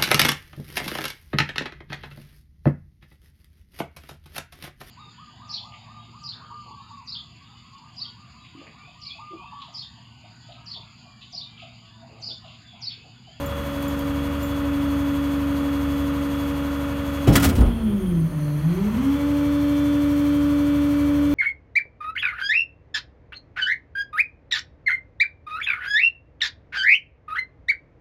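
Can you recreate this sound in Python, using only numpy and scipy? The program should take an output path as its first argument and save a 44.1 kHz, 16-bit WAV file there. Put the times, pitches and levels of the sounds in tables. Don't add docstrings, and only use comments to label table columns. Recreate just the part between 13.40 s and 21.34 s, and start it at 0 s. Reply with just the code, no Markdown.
import sys
import numpy as np
from scipy import signal
from scipy.fft import rfft, irfft, next_fast_len
from scipy.io import wavfile
from scipy.ndimage import uniform_filter1d

SR = 44100
rng = np.random.default_rng(int(sys.argv[2]) if len(sys.argv) > 2 else 0)


def master(y):
    cut = np.clip(np.atleast_2d(y).T, -1, 1)
    pcm = np.round(cut * 32767)
    wavfile.write(sys.argv[1], SR, pcm.astype(np.int16))


N = 350154

# t/s, f/Hz
SPEED_CURVE = [(0.0, 281.2), (0.75, 281.7), (1.05, 283.0), (1.9, 282.6), (2.6, 282.4), (3.0, 282.6),
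               (3.75, 281.9), (3.9, 282.0), (4.05, 277.5), (4.25, 232.9), (4.35, 227.3), (4.55, 198.4),
               (4.75, 166.5), (4.93, 149.0), (5.05, 147.4), (5.18, 148.7), (5.3, 172.5), (5.45, 210.0),
               (5.63, 270.5), (5.72, 282.0), (5.85, 287.9), (6.2, 288.5), (6.8, 289.0), (7.6, 288.5),
               (7.94, 288.7)]
# sliding level/dB, packing level/dB,
# loss per octave of speed/dB, gain coasting/dB, gain pulling/dB
LAYER_LOADS = [(-31, -33, 1, 4, 4), (-36, -38.5, 6, -4.5, 3.5), (-48, -47.5, 11, -17, 1.5)]
# t/s, tooth tone level/dB, its octave level/dB
RIPPLE_LEVELS = [(0.0, -32, -28.5), (0.1, -40.5, -29), (0.45, -26, -30.5), (0.78, -24, -33.5),
                 (1.0, -26.5, -32), (1.4, -20.5, -34), (2.6, -21.5, -34), (3.8, -26.5, -32.5),
                 (3.95, -20, -33), (4.1, -25.5, -49), (4.3, -18, -33), (4.42, -19, -41), (4.5, -20.5, -36),
                 (4.57, -17, -32.5), (4.66, -20.5, -34.5), (4.75, -17.5, -36), (4.82, -16.5, -38),
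                 (4.89, -15, -39.5), (5.0, -20.5, -34), (5.16, -14.5, -38.5), (5.22, -14.5, -36),
                 (5.32, -20, -34.5), (5.39, -17.5, -29), (5.46, -18.5, -36), (5.53, -19, -43),
                 (5.6, -18.5, -48), (5.68, -20.5, -43), (5.74, -21.5, -31), (5.9, -22, -30),
                 (7.94, -21, -30.5)]
# f/Hz, width/Hz, gain
BODY_PANELS = [(151, 6.4, 0.8), (164.5, 2.4, -1.1), (171.7, 1.6, -0.68), (187.3, 13, 0.95),
               (206.2, 2.4, -1.3), (221.5, 4.8, 1.33), (242, 5.3, 1.1), (265, 4.3, 0.8),
               (277.14, 4.1, -1.02), (292.16, 7.1, -1.33), (348, 7.2, -1.04), (359, 2.4, 1.6),
               (387, 1.6, 0.87), (432, 74, 0.89)]
# t/s, drive gear level/dB, third overtone level/dB
GEAR_LEVELS = [(0.0, -44, -65), (3.9, -43, -75), (4.2, -54, -60), (4.4, -48, -49), (4.48, -41, -46),
               (4.6, -50, -49), (4.72, -42, -51), (4.83, -43, -59), (4.9, -58, -51), (5.04, -56, -51),
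               (5.15, -54, -51), (5.2, -59, -44), (5.26, -36, -62), (5.33, -41, -62), (5.4, -45, -62),
               (5.65, -46, -50), (5.8, -40, -45), (5.9, -43, -47), (6.6, -45, -57), (7.94, -44.5, -75)]
# multiple of tooth rate, level there/dB
SLOW_OVERTONES = [(4, -45)]
# multiple of tooth rate, level before SLIDE_OFFSET_DB/dB
SLIDE_OVERTONES = [(3, -27.5), (4, -27), (5, -24.5), (6, -37), (7, -33), (8, -30), (9, -34.5), (10, -30.5),
                   (11, -35), (12, -25), (13, -47), (14, -46), (15, -45), (16, -43), (17, -54), (18, -49),
                   (19, -50), (20, -53)]
# multiple of tooth rate, level before PACK_OFFSET_DB/dB
PACK_OVERTONES = [(3, -38), (4, -31), (5, -30.5), (6, -41), (7, -38), (8, -29.5), (9, -42), (10, -39.5),
                  (11, -31), (12, -30.5), (13, -44), (14, -49), (15, -40), (16, -46), (17, -50), (18, -49),
                  (19, -52), (20, -49)]
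# multiple of two-turn cycle, sliding level/dB, packing level/dB
FIRING_TONES = [(4, -16, -17), (5, -24, -18), (6, -1.5, -0.5), (8, -12, -9), (9, -16, -5), (10, -19, -13),
                (11, -24, -15), (12, -8, -6.5), (13, -17, -16), (14, -17, -14), (16, -24, -14),
                (17, -19, -28), (18, -12, -19), (20, -18, -26)]
# multiple of two-turn cycle, sliding level/dB, packing level/dB
KNOCK_TONES = [(30, -19, -25), (54, -20, -28), (78, -25, -15), (81, -14, -21), (84, -24, -13),
               (86, -15, -28), (87, -20, -28), (90, -21, -24), (92, -21, -14), (99, -26, -18),
               (102, -16, -22), (108, -21, -19), (110, -19, -16), (112, -17, -20), (114, -25, -20),
               (123, -28, -19), (125, -18, -28), (129, -20, -21), (138, -30, -21), (144, -30, -19),
               (134, -34, -24), (163, -34, -23), (173, -34, -25), (217.3, -24, -38), (230, -40, -30),
               (239.5, -26, -40), (269, -27, -38)]
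# f/Hz, relative level per Hz/dB
EXHAUST_SPECTRUM = [(15, -49), (25, -14), (48, -3), (73, 4), (120, 1), (227, -6), (281, -3.5), (311, -23),
                    (339, -3), (420, -29), (500, -8.5), (650, -70), (1100, -120)]
# f/Hz, relative level per Hz/dB
CLATTER_SPECTRUM = [(180, -38), (300, -5.5), (341, -21.5), (422, -15), (464, -16.5), (516, -17.5),
                    (566, -8), (734, -18), (997, -13.5), (1350, -14.5), (1530, -16.5), (1620, -21),
                    (1750, -18), (2410, -22), (2620, -21), (2950, -24), (3350, -21), (3640, -33),
                    (5000, -38.5), (6500, -89), (11000, -120)]
# f/Hz, relative level per Hz/dB
SLIDE_HISS_SPECTRUM = [(2060, -34), (3500, -9.5), (3610, -8), (4630, -7.5), (4870, -14), (5640, -14.5),
                       (6440, -8), (7850, -16.5), (9380, -9.5), (10300, -19.5), (12600, -6.5),
                       (15100, -16.5), (16000, -26)]
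# f/Hz, relative level per Hz/dB
PACK_HISS_SPECTRUM = [(2060, 3.5), (3500, -5.5), (3590, -22), (3710, -5), (4180, -1), (4970, -10.5),
                      (5930, -2.5), (7850, -10), (9260, -4.5), (10500, -14), (12600, -1.5), (14800, -14),
                      (16000, -9)]
# t/s, closing level/dB, opening level/dB, relief level/dB
SPILL_LEVELS = [(4.0, -92, -74, -78), (4.15, -61, -79, -64), (4.26, -60, -72, -48), (4.34, -64, -66, -53),
                (4.42, -64.5, -70, -53), (4.7, -62.5, -69, -56), (5.0, -65.5, -62, -70),
                (5.3, -67, -62, -59), (5.5, -70, -59, -63), (5.75, -89, -74, -80), (5.9, -98, -94, -90)]
# f/Hz, width/Hz, level over spill/dB
CLOSING_JETS = [(9520, 750, 7), (12200, 2800, 3.5), (14500, 2500, -1)]
# f/Hz, width/Hz, level over spill/dB
OPENING_JETS = [(6200, 520, -1), (4260, 420, 1), (11600, 1000, 2)]
# f/Hz, relative level per Hz/dB
STREET_SPECTRUM = [(2000, -4), (3000, 0), (5000, 0.5), (8000, -0.5), (16000, -2)]
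# t/s, click level/dB, ring level/dB, ring t60/s
TICK_TIMES = [(0.06, -34, -40, 0.073), (0.425, -31, -52, 0.05), (0.4805, -31, -44, 0.09),
              (0.591, -30, -52, 0.05), (1.027, -36, -46, 0.27), (4.205, -50, -52, 0.08),
              (5.045, -48, -57, 0.05)]
# f/Hz, width/Hz, relative level/dB
TICK_BANDS = [(7190, 330, -0.5), (12800, 500, -6), (14200, 550, 4)]
# t/s, crunch level/dB, rise/s, crunch t60/s, ring level/dB, struck plates f/Hz, rumble level/dB
HOPPER_BLOWS = [(3.868, -20.5, 0.0064, 0.13, -51, 2720, -10), (3.921, -20, 0.0098, 0.19, -52, 5300, -36),
                (3.9533, -8.5, 0.002, 0.084, -39.5, 1670, -35), (3.994, -25, .005, 0.13, -61, 1400, -42),
                (4.019, 0, 0.023, 0.12, -59, 1400, -32), (4.042, -24, 0.0025, .08, -49, 1500, -26),
                (4.086, -6.5, 0.013, 0.048, -63, 2600, -25), (4.122, -36, 0.0078, .15, -71, 1520, -38),
                (4.151, -32, 0.0023, 0.18, -68, 3000, -34), (4.177, -41, 0.0034, 0.086, -63, 3200, -26),
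                (4.207, -36, .0008, .06, -47, 680, -22), (4.256, -46, .004, .2, -67, 3100, -52)]
# f/Hz, relative level per Hz/dB
CRUNCH_SPECTRUM = [(120, 1.5), (200, -4), (283, -6), (347, -25), (735, -11.5), (883, -16), (1250, -14.5),
                   (3370, -21), (4950, -22), (9230, -24), (16000, -24.5)]
# f/Hz, relative level/dB, t60/s
PLATE_MODES = [(570, -4, .1), (800, -7, .08), (1050, -5, .06), (1270, -1, .065), (1420, -2, .07),
               (1728, -5, .05), (1960, -3, .04), (2250, -4, .035), (2560, -2, .03), (2960, 1, .035),
               (3310, 2, .035), (3900, -3, .02), (4400, -5, .02), (5300, -2, .02), (6300, -8, .02)]
# t/s, level/dB, f/Hz, rise/s, t60/s
BODY_BOOMS = [(3.8775, 4.5, 119, 0.0039, 0.088), (3.879, -10, 53, 0.0064, 0.39),
              (3.887, -11, 159, 0.0063, 0.32), (3.93, -16, 105.4, 0.0054, 0.39),
              (4.059, -11.5, 84.5, 0.0058, 0.38), (4.165, -10.5, 98, 0.0075, 0.38),
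              (4.183, 13.5, 59, 0.032, 0.16), (4.258, -0.5, 52.7, 0.0068, 0.15),
              (4.31, -21, 78.8, 0.0061, 0.52)]
# t/s, f/Hz, level/dB
WHISTLE_CURVE = [(4.5, 6620, -90), (4.56, 6560, -69), (4.61, 6520, -67), (4.66, 6460, -76),
                 (4.74, 6380, -65), (4.83, 6260, -66), (4.87, 6220, -78), (4.95, 6150, -72),
                 (5.02, 6100, -90)]

STEP_SAMPLES = 64
SWITCH_S = 5.0
TEETH_PER_CYCLE, GEAR_RATIO = 23.42, 22 / 13
FLYWHEEL_S, HUNT_SHARE = .05, .0005
COAST_HZ_PER_S, PULL_HZ_PER_S = 72, 530
SAG_DB_PER_OCTAVE = 12
DIRECT_GAIN = -0.52
SETTLE_S = .2
BLUR_TURNS_PER_HZ_S = 0.00045
FLUTTER_DB, GLIDE_LOSS_DB, LOW_GLIDE_LOSS_DB = 3.2, 1.5, 5.0
LOW_FADE_DB_PER_OCTAVE = 50
SLIDE_OFFSET_DB, PACK_OFFSET_DB = 10, 17
REPEAT_TOP_HZ, REPEAT_SHARE = 3200, .55
RELIEF_HZ, RELIEF_WIDTH_HZ = 3240, 310
JET_DRIFT_SHARE, JET_FLICKER_DB = .008, 2.2
STREET_DB = -59.5
CLICK_HZ, CLICK_T60_S = 13700, 0.015
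TAIL_DB, TAIL_T60_S = -17, 0.094
REACH_DB_PER_OCTAVE = 10
TOP_HZ = 15800


def undb(db):
    return 10 ** (np.asarray(db) / 20)


def unit(x):
    return x / np.sqrt(np.mean(x ** 2))


def curves(table):
    s, *columns = np.transpose(table)
    return [np.interp(np.arange(N) / SR, s, c) for c in columns]


def colour(x, spectrum):
    hz, db = np.transpose(spectrum)
    size = next_fast_len(N)
    log_hz = np.log(np.arange(size // 2 + 1) * SR / size + 1)
    gain = undb(np.interp(log_hz, np.log(hz), db, -120, -120))
    return unit(irfft(rfft(x, size) * gain, size)[:N])


def band(x, hz, width_hz):
    return signal.lfilter(*signal.iirpeak(hz, hz / width_hz, SR), x)


def walk(rate_hz):
    k = int(SR / STEP_SAMPLES / rate_hz)
    held = np.repeat(rng.standard_normal(N // STEP_SAMPLES // k + 2), k)
    coarse = uniform_filter1d(uniform_filter1d(held, k), k)
    return np.interp(np.arange(N) / STEP_SAMPLES, np.arange(len(coarse)), unit(coarse))


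def tone(turns, db):
    gain = np.repeat(np.sqrt(2) * undb(db[::STEP_SAMPLES]), STEP_SAMPLES)[:N]
    phase = ((turns + rng.random()) % 1).astype(np.float32)
    return uniform_filter1d(gain, STEP_SAMPLES) * np.sin(2 * np.pi * phase)


def fall(t, rise_s, t60_s):
    t = np.maximum(t, 0)
    return (1 - np.exp(-t / rise_s)) ** 2 * np.exp(-np.log(1000) * t / t60_s)


def load(hz, packing):
    change = uniform_filter1d(np.gradient(hz) * SR, SR // 10)
    coast = np.clip(-change / COAST_HZ_PER_S, 0, 1)
    pull = np.clip(change / PULL_HZ_PER_S, 0, 1)
    octaves = np.log2(hz / hz.max())
    return [np.where(packing, pack, slide) + lost * octaves + coast_db * coast + pull_db * pull
            for slide, pack, lost, coast_db, pull_db in LAYER_LOADS]


def pump(hz, teeth, packing, sag_db, clatter_db):
    tooth_db, octave_db = curves(RIPPLE_LEVELS)
    window = int(SETTLE_S * SR)
    glide = uniform_filter1d(np.abs(np.gradient(hz)) * SR, window, origin=window // 4)
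    uneven = teeth + BLUR_TURNS_PER_HZ_S * glide * walk(45)
    ripple = tone(teeth, tooth_db)
    ripple += tone(teeth + uneven, octave_db + FLUTTER_DB * glide / 100 * walk(24))
    out = DIRECT_GAIN * ripple + sum(gain * band(ripple, f, width) for f, width, gain in BODY_PANELS)
    gear_db, third_db = curves(GEAR_LEVELS)
    out += tone(GEAR_RATIO * uneven, gear_db + 1.2 * walk(8))
    out += tone(2 * teeth + uneven, third_db + 1.2 * walk(12))
    for k, db in SLOW_OVERTONES:
        fade_db = LOW_FADE_DB_PER_OCTAVE * np.log2(hz / hz.min())
        out += tone(k * uneven, db - fade_db - LOW_GLIDE_LOSS_DB * glide / 100)
    for (k, slide), (_, pack) in zip(SLIDE_OVERTONES, PACK_OVERTONES):
        db = np.where(packing, pack + PACK_OFFSET_DB, slide + SLIDE_OFFSET_DB) - GLIDE_LOSS_DB * glide / 100
        out += tone(k * uneven, clatter_db + sag_db + db + 2.2 * walk(10))
    return out


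def cycle_tones(table, cycle, packing, sag_db):
    return sum(tone(k * cycle, np.where(packing, pack, slide) + sag_db + .9 * walk(6))
               for k, slide, pack in table)


def engine(cycle, packing, sag_db, exhaust_db, clatter_db):
    boom = cycle_tones(FIRING_TONES, cycle, packing, sag_db)
    knock = cycle_tones(KNOCK_TONES, cycle, packing, sag_db)
    rumble = undb(-6.0) * colour(rng.standard_normal(N), EXHAUST_SPECTRUM)
    size = 3700
    pattern = np.interp(cycle % 1 * size, np.arange(size + 1), rng.standard_normal(size + 1))
    cylinder_db = np.array([1.0, -0.76, 0.55, 0.73, -1.1, -0.11])[(6 * cycle % 6).astype(int)]
    swell = undb(cylinder_db) * (1 + 0.57 * np.exp(-(6 * cycle % 1) / 0.068))
    loose = rng.standard_normal(N)
    repeats = np.sqrt(REPEAT_SHARE) * unit(pattern) + (np.sqrt(1 - REPEAT_SHARE) - 1) * loose
    below = signal.butter(2, REPEAT_TOP_HZ, fs=SR, output="sos")
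    clatter = colour(swell * (loose + signal.sosfiltfilt(below, repeats)), CLATTER_SPECTRUM)
    return undb(exhaust_db) * (boom + rumble) + undb(clatter_db) * (knock + undb(-0.64) * clatter)


def jet(hz, width_hz):
    turn = np.exp(2j * np.pi * np.cumsum(hz * (1 + JET_DRIFT_SHARE * walk(22))) / SR)
    lowpass = signal.butter(2, width_hz / 2, fs=SR, output="sos")
    slow = signal.sosfilt(lowpass, rng.standard_normal((2, N)))
    return unit(slow[0] * turn.real + slow[1] * turn.imag)


def oil(cycle, packing, hiss_db):
    pulse = 1 + .25 * np.sin(2 * np.pi * cycle)
    flow = pulse * undb(.6 * walk(20)) * rng.standard_normal(N)
    hiss = np.where(packing, colour(flow, PACK_HISS_SPECTRUM), colour(flow, SLIDE_HISS_SPECTRUM))
    out = undb(hiss_db) * hiss
    relief = [(RELIEF_HZ, RELIEF_WIDTH_HZ, 0)]
    for bands, spill_db in zip((CLOSING_JETS, OPENING_JETS, relief), curves(SPILL_LEVELS)):
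        for hz, width, db in bands:
            out += undb(spill_db + db + JET_FLICKER_DB * walk(45)) * jet(hz, width)
    return out


def street():
    return undb(STREET_DB) * colour(rng.standard_normal(N), STREET_SPECTRUM)


def ticks():
    out, t = np.zeros(N), np.arange(SR // 10) / SR
    for s, db, ring_db, t60 in TICK_TIMES:
        noise = rng.standard_normal(len(t))
        ring = sum(undb(d) * unit(band(band(noise, hz, width), hz, width)) for hz, width, d in TICK_BANDS)
        click = undb(db) * fall(t, 0.00047, CLICK_T60_S) * unit(band(noise, CLICK_HZ, 5000))
        start = int(s * SR)
        out[start:start + len(t)] += click + undb(ring_db) * fall(t, 0.0012, t60) * ring
    return out


def blows():
    span = slice(int(HOPPER_BLOWS[0][0] * SR) - 99, int(HOPPER_BLOWS[-1][0] * SR) + SR)
    grain_db = 1.8 * rng.exponential(size=N) + 0.73 * walk(340)
    grit = colour(rng.standard_normal(N) * undb(grain_db), CRUNCH_SPECTRUM)[span]
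    thud = unit(band(band(rng.standard_normal(N), 174, 136), 200, 550))[span]
    t, out = np.arange(N)[span] / SR, np.zeros(N)
    for s, db, rise, t60, _, _, rumble_db in HOPPER_BLOWS:
        tail = undb(TAIL_DB) * fall(t - s, rise, TAIL_T60_S) * min(1, 0.0028 / rise)
        out[span] += undb(db) * (fall(t - s, rise, t60) + tail) * grit
        out[span] += undb(rumble_db) * fall(t - s, 0.0035, 0.47) * thud
    for s, db, hz, rise, t60 in BODY_BOOMS:
        out[span] += undb(db) * fall(t - s, rise, t60) * np.sin(2 * np.pi * hz * (t - s))
    pushes = [fall(t - row[0], 0.0021, 0.2) for row in HOPPER_BLOWS]
    for hz, db, t60 in PLATE_MODES:
        push = sum(undb(row[4] - REACH_DB_PER_OCTAVE * abs(np.log2(hz / row[5]))) * p
                   for row, p in zip(HOPPER_BLOWS, pushes))
        pole = np.exp(2j * np.pi * hz / SR - np.log(1000) / (t60 * SR))
        out[span] += undb(db) * signal.lfilter([1], [1, -pole], push * rng.standard_normal(len(t))).imag
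    return out


def turbo():
    hz, db = curves(WHISTLE_CURVE)
    return tone(np.cumsum(hz) / SR, db + 1.5 * walk(30))


def scene():
    hz = uniform_filter1d(curves(SPEED_CURVE)[0], int(FLYWHEEL_S * SR)) * (1 + HUNT_SHARE * walk(6))
    teeth = np.cumsum(hz) / SR
    cycle = teeth / TEETH_PER_CYCLE
    packing = np.arange(N) / SR > SWITCH_S
    exhaust_db, clatter_db, hiss_db = load(hz, packing)
    sag_db = SAG_DB_PER_OCTAVE * np.log2(hz / hz.max())
    out = pump(hz, teeth, packing, sag_db, clatter_db)
    out += engine(cycle, packing, sag_db, exhaust_db, clatter_db)
    out += oil(cycle, packing, hiss_db) + street()
    return (out + ticks() + blows() + turbo())[None]


def record(dry):
    rounded = np.tanh(0.78 * dry) / 0.78
    return signal.sosfilt(signal.ellip(12, .2, 90, TOP_HZ, fs=SR, output="sos"), rounded)


dry = scene()
out = record(dry)
master(out)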